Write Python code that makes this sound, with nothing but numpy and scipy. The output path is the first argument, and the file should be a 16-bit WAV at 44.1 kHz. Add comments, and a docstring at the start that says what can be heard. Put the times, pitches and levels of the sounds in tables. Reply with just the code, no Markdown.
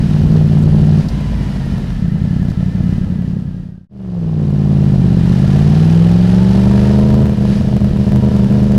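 """On the road, microphone at the rider's seat of a crossplane four-cylinder sport motorcycle. The bike
cruises, coasts down to idle with its gears whining and fades out, then fades in again and pulls away on a
slipping clutch. Uneven firings boom in the silencer close by, over wind, tyres, mechanical hiss and the
odd rattle from a bump. Revs and load drive the engine's sound, and the exhaust overloads the microphone
whenever the throttle is open."""
import sys
import numpy as np
from scipy import signal
from scipy.fft import rfft, irfft, next_fast_len
from scipy.io import wavfile
from scipy.ndimage import map_coordinates

SR = 44100
rng = np.random.default_rng(int(sys.argv[2]) if len(sys.argv) > 2 else 0)


def output_pcm(signal):
    """Save a mono or channel-first signal as 16-bit PCM at the path in sys.argv[1].

    Samples are clipped to [-1, 1] before scaling.
    """
    pcm = np.clip(np.atleast_2d(signal).T, -1, 1) * 32767
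    wavfile.write(sys.argv[1], SR, np.round(pcm).astype(np.int16))


N = 387198

# bumps in the road: (time [s], tick strength [dB], ring [Hz], swell of the clatter [dB])
BUMPS = [(0.358, -37, 4530, -1), (0.586, -34, 7800, 0), (.625, -33, 7300, -1.5), (1.085, -22, 4800, -2),
         (1.655, -39, 9200, -0.5), (1.698, -52, 4900, 1.5), (2.499, -29, 4560, 0), (7.52, -37, 3000, 5),
         (8.361, -36.5, 7500, 2.5), (8.629, -32, 7350, 2), (8.716, -35, 6600, 0.5)]

CRUISE_RPM = 2300  # engine levels are set for these revs and full load
GAP_S, GAP_HALF_S, FADE_S = 3.884, .008, 1  # the silence between the fades: middle, half-width; each fade
BITE_S, BITE_RISE_S = 5.02, 0.24  # the clutch bites and the drivetrain takes the strain


def amp(db):
    return 10 ** (np.asarray(db) / 20)


def unit(x):
    return x / np.sqrt(np.mean(x ** 2) + 1e-20)


def along(points, hz):
    """Level at hz between (Hz, dB) points, on a log axis."""
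    freqs, levels = np.transpose(points)
    return np.interp(np.log(hz + 1), np.log(freqs + 1), levels)


def curve(points):
    """One value per sample between (time, value) points."""
    return np.interp(np.arange(N) / SR, *np.transpose(points))


def ramp(start, length):
    """Rises from 0 to 1 over length seconds."""
    return np.clip((np.arange(N) / SR - start) / length, 0, 1)


def wobble(rate):
    """A smooth random curve, rate knots a second."""
    return map_coordinates(rng.standard_normal(N // 50), [np.arange(N) * rate / SR], mode="mirror")


def filtered(x, response):
    """x through a complex frequency response."""
    size = 2 * next_fast_len(N // 2 + SR // 2)
    return irfft(rfft(x, size) * response(np.fft.rfftfreq(size, 1 / SR)), size)[:N]


def noise(spectrum):
    """Coloured noise of rms 1."""
    return unit(filtered(rng.standard_normal(N), lambda hz: amp(along(spectrum, hz))))


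def pipe(x, spectrum):
    """Minimum-phase colour, rms 1: each pulse rings after it arrives."""
    def response(hz):
        cepstrum = irfft(np.log(amp(along(spectrum, hz))))
        half = len(cepstrum) // 2
        cepstrum[1:half] *= 2
        cepstrum[half + 1:] = 0
        return np.exp(rfft(cepstrum))
    return unit(filtered(x, response))


def impulses(at, size):
    """Pulses at fractional sample positions."""
    i = np.minimum(at.astype(int), N - 1)
    return (np.bincount(i, size * (1 - at + i), N + 1) + np.bincount(i + 1, size * (at - i), N + 1))[:N]


def tails(pulses, decay_s):
    """An envelope that dies away after each pulse, rms 1."""
    return unit(np.abs(signal.lfilter([1], [1, -np.exp(-1 / (decay_s * SR))], pulses)))


def firings(cycle, lean):
    """Each combustion gives a pulse, a steep front and a crack; lean cylinders burn unevenly."""
    # the uneven firing order: (place in the two-turn cycle [0-1], strength [dB], outlet crack [dB])
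    firing_order = [(0, 0, -1), (3 / 8, 0, -6), (5 / 8, -0.65, -12), (6 / 8, -6, 0.71)]
    # misfires, each a brief hole in the exhaust note: (time [s], loss [dB])
    misfires = [(0.076, 24), (0.284, 10), (2.179, 9.5), (2.535, 15), (2.711, 11), (2.768, 6), (2.945, 5),
                (3.06, 4.5), (3.143, 5), (7.277, 4), (7.36, 16), (7.538, 18.5), (7.629, 18), (7.689, 12),
                (7.786, 22.5), (7.887, 13), (8.047, 14), (8.104, 15.5), (8.204, 22), (8.295, 16.5),
                (8.374, 15.5), (8.473, 16), (8.603, 5.5)]
    hole_half_s, header_s = 0.0082, 0.00197  # half-width of a hole; the fronts' trip through the headers
    front_share = .6  # how far fronts and cracks follow the burn
    pulses, fronts, cracks = np.zeros((3, N))
    count = np.arange(int(cycle[-1]) + 1)
    for share, db, crack_db in firing_order:
        at = np.interp(count + share, cycle, np.arange(N))
        leanness = lean[at.astype(int)]
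        scatter_db = (13.5 * leanness - 2.07) * (.5 - np.abs(rng.standard_normal(len(at))))
        skip_db = 3 * leanness * (.5 - count % 2)  # every second cycle burns weakly
        hole_db = sum(loss * np.exp(-((at / SR - s) / hole_half_s) ** 2) for s, loss in misfires)
        burn_db = scatter_db + skip_db - hole_db
        late = np.minimum(at + header_s * SR, N - 1)
        pulses += impulses(at, amp(db + burn_db))
        fronts += impulses(late, amp(db + front_share * burn_db))
        cracks += impulses(late, amp(crack_db + front_share * burn_db))
    return pulses, fronts, cracks


def exhaust(pulses, fronts, cracks, cycle, revs, load, overrun):
    """Pulses boom in the silencer; load and revs add bark and rasp, a shut throttle leaves a drone."""
    # the silencer's boom: (frequency [Hz], gain [dB])
    boom_colour = [(8, -53.5), (30, -1.5), (55, -7.5), (90, 1.5), (125, 3), (165, 7.5), (205, 3),
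                   (235, -5.5), (265, -12.5), (450, -35.5), (1000, -92.5)]
    # the bark above it: (frequency [Hz], gain [dB])
    bark_colour = [(150, -27.5), (260, -2), (335, 1.5), (420, 2), (490, 2.5), (550, -2), (630, 0.5),
                   (760, -24.5), (1000, -40.5), (1600, -43.5), (4000, -50.5), (12000, -72.5)]
    # the outlet pipe, rung by each firing's crack, sharpest twice a cycle: (frequency [Hz], gain [dB])
    throat_colour = [(250, -29.5), (400, 9.5), (490, 12), (560, 10), (630, 16.5), (780, -1.5), (950, -7),
                     (1300, -18), (3000, -33), (12000, -58)]
    # hot gas rasping at the outlet: (frequency [Hz], density [dB per Hz])
    rasp_colour = [(150, -46), (330, 4), (650, 3), (800, -6.5), (1200, -13.5), (2500, -26.5), (8000, -41),
                   (15000, -43)]
    shut = 1 - load
    # each layer in dB: level, loss with the throttle shut, gain per doubling of the revs
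    boom = amp(-6 - 13 * shut - 2.5 * revs - 2 * overrun) * pipe(pulses, boom_colour)
    bark = amp(-25.5 - 23 * shut + 16.5 * revs) * pipe(fronts, bark_colour)
    throat = amp(-32.5 - 8 * shut + 9.5 * revs) * pipe(cracks, throat_colour)
    gas_puffs = tails(cracks, decay_s=.0028)
    rasp = amp(-35.5 - 6 * shut + 5.5 * revs) * noise(rasp_colour) * gas_puffs
    drone = overrun * amp(-15 + 3.5 * wobble(8.8)) * np.sin(2 * np.pi * 3 * cycle)
    return boom + bark + throat + rasp + drone


def mechanics(pulses, hiss_db):
    """Hiss puffs with each firing, and valve and chain clatter rings the engine casing."""
    # mechanical hiss: (frequency [Hz], density [dB per Hz])
    hiss_colour = [(400, -17.5), (900, -5.5), (1140, -12), (1330, -9.5), (1540, -13), (1720, -7.5),
                   (2260, -16.5), (2930, -13.5), (3510, -18), (4900, -17.5), (7180, -27), (10800, -31.5),
                   (13000, -39.5), (15700, -72.5)]
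    # the casing's resonances: (frequency [Hz], width [Hz], gain [dB])
    casing_modes = [(1328, 68, -0.5), (1666, 330, -6.5), (2430, 87, -3), (2930, 230, -5), (3850, 650, -9),
                    (4500, 360, -13)]

    def casing(hz):
        return sum((-1) ** k * amp(db) * 1j * hz * width / (centre ** 2 - hz ** 2 + 1j * hz * width)
                   for k, (centre, width, db) in enumerate(casing_modes))
    puffs = tails(pulses, decay_s=0.011)
    hiss = noise(hiss_colour) * (1 + 0.034 * puffs)
    flicker = amp(0.89 * wobble(14) + 0.62 * wobble(500))
    knocks = rng.standard_normal(N) * amp(2.1 * wobble(350)) * (1 + 0.11 * puffs)
    clatter = amp(-6.5) * unit(filtered(knocks, casing))
    return amp(hiss_db) * (unit(hiss * flicker) + clatter)


def valves(cycle, hiss_db):
    """Valves tick under the hiss as they seat, in step with the crank."""
    # a valve tick: (frequency [Hz], density [dB per Hz])
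    tick_colour = [(1200, -21.5), (3000, -5), (5000, 2), (7200, -12.5), (11000, -15), (15700, -44)]
    per_cycle, scatter_db = 8, 1.5
    at = np.interp(np.arange(int(cycle[-1] * per_cycle)) / per_cycle, cycle, np.arange(N))
    seatings = impulses(at, amp(scatter_db * rng.standard_normal(len(at))))
    return amp(hiss_db - 13.5) * noise(tick_colour) * tails(seatings, decay_s=.003)


def wind_and_tyres():
    """Air buffets the rider in gusts and the tyres roar."""
    # the roar at the seat: (time [s], level [dB])
    roar_level = [(0, -18.5), (1, -18), (1.2, -18.5), (1.9, -20.5), (2.3, -21.5), (3.8, -20.5), (5.4, -20),
                  (5.9, -23), (7.2, -19.5), (8.78, -18)]
    # its spectrum: (frequency [Hz], density [dB per Hz])
    roar_colour = [(15, -30), (30, -2.5), (60, 0), (120, -1), (220, 0), (320, -15), (600, -25.5),
                   (1000, -36), (2000, -64)]
    gust_db = 1.8 * wobble(7.6)
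    return amp(curve(roar_level) + gust_db) * noise(roar_colour)


def rattles():
    """Bumps shake short bright ticks out of the fittings."""
    out, t = np.zeros(N + SR), np.arange(SR // 10) / SR
    ring_s = 0.07  # time to fall 60 dB
    for s, db, hz, _ in BUMPS:
        ring = signal.lfilter(*signal.iirpeak(hz, Q=3.5, fs=SR), rng.standard_normal(len(t)))
        out[round(s * SR):][:len(t)] += amp(db - 12 - 60 * t / ring_s) * unit(ring)
    return out[:N]


def jolts():
    """Bumps shake the chain and fairing, so the clatter briefly swells or dips (dB)."""
    t, half_width_s = np.arange(N) / SR, .06
    return sum(swell_db * np.exp(-((t - s) / half_width_s) ** 2) for s, _, _, swell_db in BUMPS)


def gears(cycle, wheel_pitch, load, overrun):
    """Meshing teeth sing, wavering with the backlash: under strain, on the overrun, with the wheel."""
    def whine(meshes, waver):
        phase = 2 * np.pi * meshes + waver * wobble(45) + .35 * wobble(220)
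        return np.sin(phase) * amp(2 * wobble(40))
    drive_teeth, overrun_teeth = 37, 55  # meshes per engine cycle
    shut_s, backlash_s = 1.05, 0.18  # the throttle shuts; time to take up the backlash
    sag_db_per_s, pitch_unit_hz = 20, 70.1
    t = np.arange(N) / SR
    engaged = ramp(BITE_S + BITE_RISE_S, BITE_RISE_S)
    driving = engaged * amp(-26 - 69 * (1 - load)) * whine(drive_teeth * cycle, waver=2.6)
    sag_db = sag_db_per_s * np.maximum(t - shut_s, 0)
    braking = overrun * ramp(shut_s, backlash_s) * amp(-35 - sag_db)
    braking *= whine(overrun_teeth * cycle, waver=1.2)
    # gears tied to the rear wheel, heard while coasting
    meshes = np.cumsum(pitch_unit_hz * wheel_pitch) / SR
    wheel = whine(meshes, waver=5.9)
    wheel += amp(-5) * whine(1.17 * meshes, waver=2.1)
    wheel += amp(-6.5) * whine(.76 * meshes, waver=1.7)
    coasting = ramp(shut_s, 0.084) * (t < GAP_S)
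    return driving + braking + coasting * amp(-47.5) * wheel


def clutch():
    """The plates ring as they slip while the bike gets going, until they lock."""
    # their narrow ring: (frequency [Hz], density [dB per Hz])
    ring_colour = [(400, -56), (690, -19), (775, 1.5), (850, -12.5), (1150, -12), (1400, -33), (4000, -82)]
    slipping = ramp(GAP_S, GAP_HALF_S) - ramp(start=6.7, length=0.45)
    return slipping * amp(-42.5 + 1.7 * wobble(14)) * noise(ring_colour)


def scene():
    """At the seat: revs time the firings and lift the hiss, load sets their strength and evenness."""
    # the crank while cruising, coasting and idling with the clutch pulled: (time [s], speed [rpm])
    rpm_slowing = [(0.0, 2255), (.22, 2265), (.35, 2375), (.45, 2225), (0.55, 2256), (1.05, 2269),
                   (1.9, 1934), (2.08, 1152), (2.3, 1356), (3, 1365), (3.88, 1342)]
    # the crank as the clutch drags it down and the bike then picks up: (time [s], speed [rpm])
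    rpm_pulling = [(3.89, 3098), (4.25, 2426), (4.5, 2152), (4.8, 2140), (5.18, 1815), (5.5, 2086),
                   (5.85, 2412), (6.3, 2720), (6.7, 2990), (7.2, 3165), (7.4, 3039), (7.52, 3030),
                   (7.63, 3095), (7.75, 3048), (8.17, 3045), (8.28, 3110), (8.42, 2965), (8.6, 3095),
                   (8.78, 3000)]
    # how full the cylinders are, 0 with the throttle shut, about half at idle: (time [s], load [0-1])
    cylinder_load = [(0, 0.53), (.3, 0.78), (1.0, 0.81), (1.04, 0.02), (1.98, 0.1), (2.07, 0.4),
                     (3.87, 0.49), (3.9, 0.93), (5.2, 0.82), (7.22, 0.87), (7.33, 0.7), (7.9, 0.63),
                     (8.15, 0.81), (8.78, 0.77)]
    # the wheel whine's pitch while coasting, also a trim on the hiss level: (time [s], pitch [70.1 Hz])
    whine_pitch = [(1, 30.4), (2.05, 24.5), (2.8, 24.8), (3.88, 22.4), (5.2, 27.4), (7.2, 17.3)]
    rpm, load, wheel_pitch = curve(rpm_slowing + rpm_pulling), curve(cylinder_load), curve(whine_pitch)
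    revs = np.log2(rpm / CRUISE_RPM)  # doublings above cruising
    # two crank turns a cycle; about half a cycle is skipped in the silence
    cycle = np.cumsum(rpm / 120) / SR - .059 + .53 * ramp(GAP_S, GAP_HALF_S)
    overrun = np.maximum(1 - load / .21, 0)  # nears 1 as the throttle shuts
    strain = ramp(BITE_S, BITE_RISE_S) - ramp(start=6.91, length=0.37)
    # under strain the chain hisses, swelling once a crank turn
    thrash_db = 4.5 + 1.2 * np.cos(2 * np.pi * 2 * (cycle - 0.41))
    trim_db = 4.5 * np.log2(wheel_pitch / 25)
    hiss_db = -40 + 5.5 * revs + trim_db + thrash_db * strain + jolts()
    pulses, fronts, cracks = firings(cycle, lean=(1 - load) * (rpm / CRUISE_RPM) ** 2)
    engine = exhaust(pulses, fronts, cracks, cycle, revs, load, overrun)
    engine += mechanics(pulses, hiss_db) + valves(cycle, hiss_db)
    drivetrain = gears(cycle, wheel_pitch, load, overrun) + clutch()
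    return (engine + drivetrain + wind_and_tyres() + rattles())[None]


def record(dry):
    """The overloaded microphone flattens the peaks; the sound fades out and straight back in."""
    ceiling, hardness, top_hz = .715, 10, 15720
    clipped = dry[0] / (1 + np.abs(dry[0] / ceiling) ** hardness) ** (1 / hardness)
    fade = np.clip((np.abs(np.arange(N) / SR - GAP_S) - GAP_HALF_S) / FADE_S, 0, 1)
    return filtered(clipped * fade, lambda hz: (hz > 2) & (hz < top_hz))[None]


dry = scene()
out = record(dry)
output_pcm(out)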